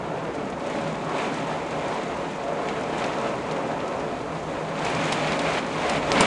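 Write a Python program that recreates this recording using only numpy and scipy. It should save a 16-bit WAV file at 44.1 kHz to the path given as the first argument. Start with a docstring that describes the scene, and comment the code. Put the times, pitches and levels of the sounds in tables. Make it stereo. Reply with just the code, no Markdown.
"""A gale with heavy rain, heard from behind a closed window.
From the start filtered noise roars through the walls and booms and hums in the small room.
The rain starts thin and soon fills in: gusts throw sheets of noisy patter at the glass, with a few fat drops.
Towards the end the squall grows, and fat drops smack on the pane: a click, a knock of ringing tones
and a bright burst of spatter."""
import sys
import numpy as np
from scipy import signal
from scipy.fft import rfft, irfft, next_fast_len
from scipy.io import wavfile
from scipy.ndimage import uniform_filter1d, map_coordinates

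SR = 44100
rng = np.random.default_rng(int(sys.argv[2]) if len(sys.argv) > 2 else 0)


def transcribe(signal):
    """Save signal, clipped to [-1, 1], as a 16-bit WAV file at the path in sys.argv[1]."""
    frames = np.atleast_2d(signal).T
    limited = np.clip(frames, -1, 1)
    pcm = np.round(limited * 32767).astype(np.int16)
    wavfile.write(sys.argv[1], SR, pcm)


N = 276056  # length in samples

# Gusts that throw rain at the window.
# Each row: crest in seconds, rise in seconds, hold in seconds, strength in dB over the lulls.
GUSTS = [(0.71, 0.11, 0.12, 4.5), (1.193, 0.16, 0.075, 8.5), (1.33, 0.14, 0.07, 6), (1.5, 0.11, 0.025, 5.5),
         (1.776, 0.18, 0.18, 4.5), (2.136, .1, 0.12, 2), (2.687, 0.11, .02, 4), (2.99, 0.17, 0.14, 6),
         (3.23, .1, .04, 4.3), (3.505, 0.12, 0.094, 2.5), (4.374, 0.1, 0.074, 1), (4.865, 0.14, 0.21, 10.3),
         (5.055, 0.32, 0.31, 11), (5.495, 0.4, 0.098, 12), (5.909, 0.43, 0.07, 11.5),
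         (6.19, 0.26, 0.075, 16.5)]
# Swell of the gale under the gusts. Each row: time in seconds, then levels of roar, hum and boom in dB.
GALE_LEVELS = [(0, -30.5, -37.5, -43.5), (.5, -30, -42, -36.5), (.8, -31.5, -37, -37.5),
               (1.0, -33, -40.5, -36.5), (1.15, -28, -37, -37.5), (1.37, -32, -37.5, -37.5),
               (1.65, -31, -41.5, -42.5), (2.05, -31.5, -42, -36), (2.4, -32, -40, -43),
               (2.52, -29, -41.5, -41), (2.8, -29.5, -43, -36), (3.05, -29, -39.5, -38.5),
               (3.45, -30, -38, -39.5), (3.78, -28.5, -38.5, -39), (4.25, -32, -40.5, -40.5),
               (4.68, -31, -40, -41.5), (4.9, -31, -34.5, -41), (5.0, -35, -29.5, -39),
               (5.45, -31, -37.5, -41.5), (5.72, -33, -40, -40), (5.85, -29, -42, -49),
               (6.05, -32.5, -35, -39), (6.15, -30, -31, -33), (6.25, -27, -38, -39)]
# Buffeting on the building. Each row: time in seconds, level in dB.
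RUMBLE_LEVELS = [(0, -42.5), (1.2, -46.5), (2.3, -42), (3.1, -45), (4.5, -40), (5.1, -44), (5.8, -38),
                 (6.2, -41.5)]
# Tone colour of the roar, the rumble, the sheets of rain and the fine spray.
# Each row: frequency in Hz, relative level in dB.
ROAR_COLOUR = [(60, -48), (150, -9), (235, -5.5), (340, -2), (520, -2), (700, -5), (790, -5), (880, -2),
               (1200, -11), (1700, -15), (3000, -35), (8000, -64)]
RUMBLE_COLOUR = [(10, -9), (26, -3), (40, -11), (54, 4), (62, -7), (71, 3), (84, -7.5), (110, -4),
                 (200, -10.5), (500, -31), (1500, -37)]
SHEET_COLOUR = [(200, -35), (600, 6), (1000, 4.5), (1600, 0), (2300, 3), (2900, -2.5), (3800, -6.5),
                (5200, -16.5), (9000, -56)]
SPRAY_COLOUR = [(1500, -17), (3500, 0), (5000, -0.5), (5700, 0), (6600, 1.6), (8000, -2.5), (9400, -7),
                (10300, -10), (11200, -78)]
# Resonances of the walls, and of the room for its boom and its hum.
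# Each row: frequency in Hz, width in Hz, relative level in dB.
WALL_MODES = [(439, 26, -4), (562.6, 32, -0.6), (695, 48, -3.5), (1067, 95, -13), (1296, 38, -9.5)]
BOOM_MODES = [(198.7, 15, 1.5), (239, 28, -1.5), (280, 24, 0.5), (344, 98, -7.5)]
HUM_MODES = [(125.5, 13, -10.5), (157.6, 7.9, -1)]
# Left-right likeness. Each row: frequency in Hz, likeness (1 same, 0 unrelated, -1 opposite).
ALIKE = [(130, 0.42), (260, 0.78), (550, 0.92), (1200, 0.91), (2400, 0.88), (5000, 0.85), (7500, 0.84),
         (10000, 0.022)]
RUMBLE_ALIKE = [(40, -0.9), (90, -0.42), (200, -0.85)]
# Fat drops on the pane. Each row: start in seconds, level in dB, centre of the splash in Hz,
# time in seconds for the splash to fall by 60 dB.
DROPS = [(.352, -46, 6000, 0.055), (.501, -44, 6460, .04), (.699, -42, 7000, 0.036), (.705, -40, 1880, .1),
         (.954, -41, 3600, 0.026), (2.686, -29, 2060, .08), (2.81, -44, 7400, .04),
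         (2.834, -40, 4100, 0.037), (2.984, -41, 5870, 0.039), (3.041, -27, 2670, 0.035),
         (3.185, -39, 4000, 0.036), (3.512, -34.5, 2980, 0.059), (3.522, -45, 7000, 0.036),
         (3.803, -38.5, 3140, .04), (4.35, -45, 4000, .06), (4.849, -32, 5500, 0.026),
         (4.868, -43, 6000, .03), (4.912, -47, 7000, 0.027), (4.949, -33, 4600, .04),
         (5.123, -32, 6000, .06), (5.127, -22.5, 3000, 0.036), (5.272, -30.5, 3300, .04),
         (5.32, -28, 3300, 0.047), (5.392, -28, 4170, 0.044), (5.532, -32, 4600, 0.031),
         (5.58, -33, 2300, 0.036), (5.896, -26, 3500, 0.039), (6.1212, -30, 5140, .06),
         (6.2085, -16.5, 2500, 0.039), (6.226, -28, 1700, 0.043)]
# Hard smacks that shake the whole pane.
# Each row: start in seconds, then levels of knock, snap and spatter in dB.
SMACKS = [(5.123, -16, -18, -29), (5.896, -26, -24, -30), (6.1185, -17, -5, -40), (6.2068, -6, -12, -17.5)]
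# Bright resonances that the spatter excites; their response is squared when used.
# Each row: frequency in Hz, width in Hz, relative level in dB (both before squaring).
SPATTER_MODES = [(5150, 550, 0), (7300, 700, -2), (8800, 650, -1.5), (10000, 500, -7)]
# Ringing tones of the pane.
# Each row: frequency in Hz, relative level in dB, time in seconds to fall by 60 dB.
PANE_MODES = [(227, -7, 0.27), (486, -5, 0.098), (716, 2, 0.019), (930, 5.5, 0.033), (1860, -5, 0.02),
              (2970, 2, 0.012)]

RELEASE_S = 0.46  # time constant with which a very faint gust ebbs
RELEASE_SHRINK_PER_DB = 0.24  # stronger gusts ebb sooner
# How far each layer follows the gusts, in dB per dB of gust
ROAR_GROWS, BOOM_GROWS, RUMBLE_GROWS, SHEET_GROWS, SPRAY_GROWS = 0.41, 0.64, 0.28, 1.092, 0.91
BOOM_LAG_S = 0.052  # the boom trails the rain
ROAR_WAVER_DB, BOOM_WAVER_DB, RUMBLE_WAVER_DB, FLURRY_DB = 0.8, 1.1, 1.6, 0.65  # random level changes
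SHOWER_START_DB, SHOWER_BUILD_S = -2.5, 0.76  # the rain starts thin; time constant of filling in
SHEET_DB, SPRAY_DB = -40.5, -52.5  # levels in the lulls, once the rain has filled in
SPLASH_WIDTH = 1.0  # width of a splash resonance over its centre frequency, before squaring
SPATTER_HOLD_S, SPATTER_T60_S = 0.0021, 0.012  # burst length, then time to fall by 60 dB
SPATTER_ROOM_DB = -8  # room answer to the spatter
SPATTER_LEFT_DB = 2  # raises the left and lowers the right
SNAP_LOW_HZ, SNAP_HIGH_HZ = 1900, 6000  # band of the snap of a hard smack
KNOCK_LAG_S = 0.00195  # the frame gives way just after the glass is struck
TOP_HZ = 11100  # nothing is kept from here up


def amp(db):
    """Turn decibels into a gain."""
    return 10 ** (np.asarray(db) / 20)


def unit(x):
    """Scale to rms 1."""
    return x / np.sqrt(np.mean(x ** 2) + 1e-20)


def along(points, hz):
    """Read values between (Hz, value) points on a log frequency axis."""
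    f, v = np.transpose(points)
    return np.interp(np.log(hz + 1), np.log(f + 1), v)


def curves(rows):
    """Give one value per sample for each column after the time."""
    s, *cols = np.transpose(rows)
    return [np.interp(np.arange(N) / SR, s, c) for c in cols]


def wobble(rate):
    """Draw a smooth random curve with this many knots a second."""
    return map_coordinates(rng.standard_normal(512), [np.arange(N) * rate / SR], mode="mirror")


def filtered(x, response):
    """Multiply the spectrum of x by a response that depends on frequency."""
    n = x.shape[-1]
    m = next_fast_len(n + 8192)  # spare room for the filter's tail
    return irfft(rfft(x, m) * response(np.fft.rfftfreq(m, 1 / SR)), m)[..., :n]


def resonance(f, centre, width):
    """Response of one damped vibration, strongest at its centre frequency."""
    return 1j * f * width / (centre ** 2 - f * f + 1j * f * width)


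def peaks(modes, f):
    """Gain of several resonances whose powers add up."""
    return np.sqrt(sum(np.abs(amp(db) * resonance(f, hz, width)) ** 2 for hz, width, db in modes))


def spread(pair, colour, alike):
    """Turn two unrelated signals into a coloured, partly alike left and right of rms 1."""
    def mid_and_side(f):
        turn = np.arccos(np.clip(along(alike, f), -.98, .98)) / 2
        return colour(f) * np.array([np.cos(turn), np.sin(turn)])
    mid, side = filtered(pair, mid_and_side)
    return unit(np.array([mid + side, mid - side]))


def noise(length=N):
    """Two unrelated white noises."""
    return rng.standard_normal((2, length))


def gust():
    """Wind strength in dB over the lulls: each gust rises, holds and ebbs, and the strongest prevails."""
    t = np.arange(N) / SR
    strength = np.zeros(N)
    for s, rise_s, hold_s, db in GUSTS:
        release_s = RELEASE_S * np.exp(-RELEASE_SHRINK_PER_DB * db)
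        rise = np.clip(1 + (t - s) / rise_s, 0, 1)
        ebb = np.exp(-np.maximum(t - s - hold_s, 0) / release_s)
        strength = np.maximum(strength, db * rise * ebb)
    return strength


def eddies(patchy_db):
    """Two unrelated noises whose bands swell and fade together in random patches."""
    z = signal.stft(noise(), nperseg=1024)[2]
    field = rng.standard_normal(z.shape[1:])
    field = uniform_filter1d(field, size=5, axis=0)  # smooth over frequency
    field = uniform_filter1d(field, size=11, axis=1)  # smooth over time
    return signal.istft(z * amp(patchy_db * unit(field)), nperseg=1024)[1][:, :N]


def room(modes, centre_hz, width_hz):
    """Noise that excites the room's resonances, narrowed by one broad resonance."""
    colour = lambda f: peaks(modes, f) * np.abs(resonance(f, centre_hz, width_hz))
    return spread(noise(), colour, ALIKE)


def wind(gust_db):
    """The gale, dulled by the walls, makes the room boom and hum over a rumble."""
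    roar_db, hum_db, boom_db = curves(GALE_LEVELS)
    rumble_db, = curves(RUMBLE_LEVELS)
    t = np.arange(N) / SR

    def through_walls(f):
        ringing_walls = amp(4.5) * peaks(WALL_MODES, f) / (1 + (f / 1800) ** 4)
        return np.hypot(amp(along(ROAR_COLOUR, f)), ringing_walls)

    roar_db = roar_db + ROAR_GROWS * gust_db + ROAR_WAVER_DB * wobble(22.07)
    roar = amp(roar_db) * spread(eddies(patchy_db=1.0), through_walls, ALIKE)

    late_gust_db = np.interp(t - BOOM_LAG_S, t, gust_db)
    boom_db = boom_db + BOOM_GROWS * late_gust_db + BOOM_WAVER_DB * wobble(9)
    boom = amp(boom_db) * room(BOOM_MODES, centre_hz=260, width_hz=270)
    hum = amp(hum_db) * room(HUM_MODES, centre_hz=155, width_hz=124)

    rumble_db = rumble_db + RUMBLE_GROWS * gust_db + RUMBLE_WAVER_DB * wobble(8)
    rumble = amp(rumble_db) * spread(noise(), lambda f: amp(along(RUMBLE_COLOUR, f)), RUMBLE_ALIKE)
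    return roar + boom + hum + rumble


def patter(rate, scatter_db, splash_t60):
    """Drops at random moments and of random size, each a very short burst of noise; rms 1."""
    sizes = amp(scatter_db * np.minimum(rng.standard_normal(N), 2))  # the largest are capped
    hits = (rng.random(N) < rate / SR) * sizes  # rate in drops a second
    t = np.arange(SR // 20) / SR
    power = signal.fftconvolve(hits ** 2, amp(-60 * t / splash_t60) ** 2)[:N]
    return unit(noise() * np.sqrt(np.abs(power)))


def rain(gust_db):
    """Gusts drum sheets of rain on the glass, and the finest drops tick and hiss above them."""
    shower_db = SHOWER_START_DB * np.exp(-np.arange(N) / SR / SHOWER_BUILD_S)
    clumps_db = FLURRY_DB * wobble(18)  # rain arrives in clumps
    drumming = noise() + amp(-3.5) * patter(rate=450, scatter_db=8.0, splash_t60=0.053)
    ticking = noise() + amp(-6.5) * patter(rate=180, scatter_db=12.0, splash_t60=0.044)

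    sheet_db = SHEET_DB + shower_db + SHEET_GROWS * gust_db + clumps_db
    sheet = amp(sheet_db) * spread(drumming, lambda f: amp(along(SHEET_COLOUR, f)), ALIKE)
    spray_db = SPRAY_DB + shower_db + SPRAY_GROWS * gust_db + clumps_db
    spray = amp(spray_db) * spread(ticking, lambda f: amp(along(SPRAY_COLOUR, f)), ALIKE)
    return sheet + spray


def fat_drops():
    """Each big drop bursts in a short splash of noise, and the room answers faintly."""
    out, t = np.zeros((2, N + SR)), np.arange(SR // 8) / SR
    room_answer = amp(-23 - 60 * t / .12)
    for s, db, centre_hz, t60 in DROPS:
        def colour(f):
            splash = resonance(f, centre_hz, SPLASH_WIDTH * centre_hz) ** 2
            return splash / (1 + (f / 10300) ** 20)  # steep treble cut
        hiss = spread(noise(len(t)), colour, ALIKE)
        decay = np.hypot(amp(-60 * t / t60), room_answer)
        out[:, round(s * SR):][:, :len(t)] += amp(db) * hiss * decay
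    return out[:, :N]


def spatter():
    """A hard smack shatters into spray that rings the glass brightly for an instant."""
    out, t = np.zeros((2, N + SR)), np.arange(SR // 8) / SR
    colour = lambda f: peaks(SPATTER_MODES, f) ** 2
    direct = amp(-60 * np.maximum(t - SPATTER_HOLD_S, 0) / SPATTER_T60_S)
    burst = np.hypot(direct, amp(SPATTER_ROOM_DB - 60 * t / .11))
    for s, _, _, db in SMACKS:
        hiss = spread(noise(len(t)), colour, ALIKE)
        out[:, round(s * SR):][:, :len(t)] += amp(db) * burst * hiss
    return out[:, :N] * amp([[SPATTER_LEFT_DB], [-SPATTER_LEFT_DB]])


def pane():
    """The hardest drops snap on the glass and make the window knock in its frame."""
    out, t = np.zeros(N + SR), np.arange(SR // 5) / SR
    below = signal.butter(8, SNAP_HIGH_HZ, fs=SR, output="sos")
    above = signal.butter(1, SNAP_LOW_HZ, "high", fs=SR, output="sos")
    snap = signal.sosfilt(np.vstack([below, above]), signal.unit_impulse(len(t)))  # one band-limited click
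    for s, knock_db, snap_db, _ in SMACKS:
        ring = np.zeros(len(t))
        for hz, level_db, t60 in PANE_MODES:
            strike_db = level_db + rng.normal(0, 1.9)  # each strike excites the tones a little differently
            ring += amp(strike_db - 60 * t / t60) * np.sin(2 * np.pi * hz * t)
        out[round((s + KNOCK_LAG_S) * SR):][:len(t)] += amp(knock_db) * ring / np.abs(ring).max()
        out[round(s * SR):][:len(t)] += amp(snap_db) * snap / np.abs(snap).max()
    return out[:N]


def scene():
    """The same gusts drive wind and rain; the whole mix is a little louder on the right."""
    gust_db = gust()
    storm = wind(gust_db) + rain(gust_db)
    impacts = fat_drops() + spatter() + pane()
    return (storm + impacts) * amp([[-.35], [.35]])


def record(dry):
    """Cut off everything from the top frequency up."""
    return filtered(dry, lambda f: f < TOP_HZ)


dry = scene()
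out = record(dry)
transcribe(out)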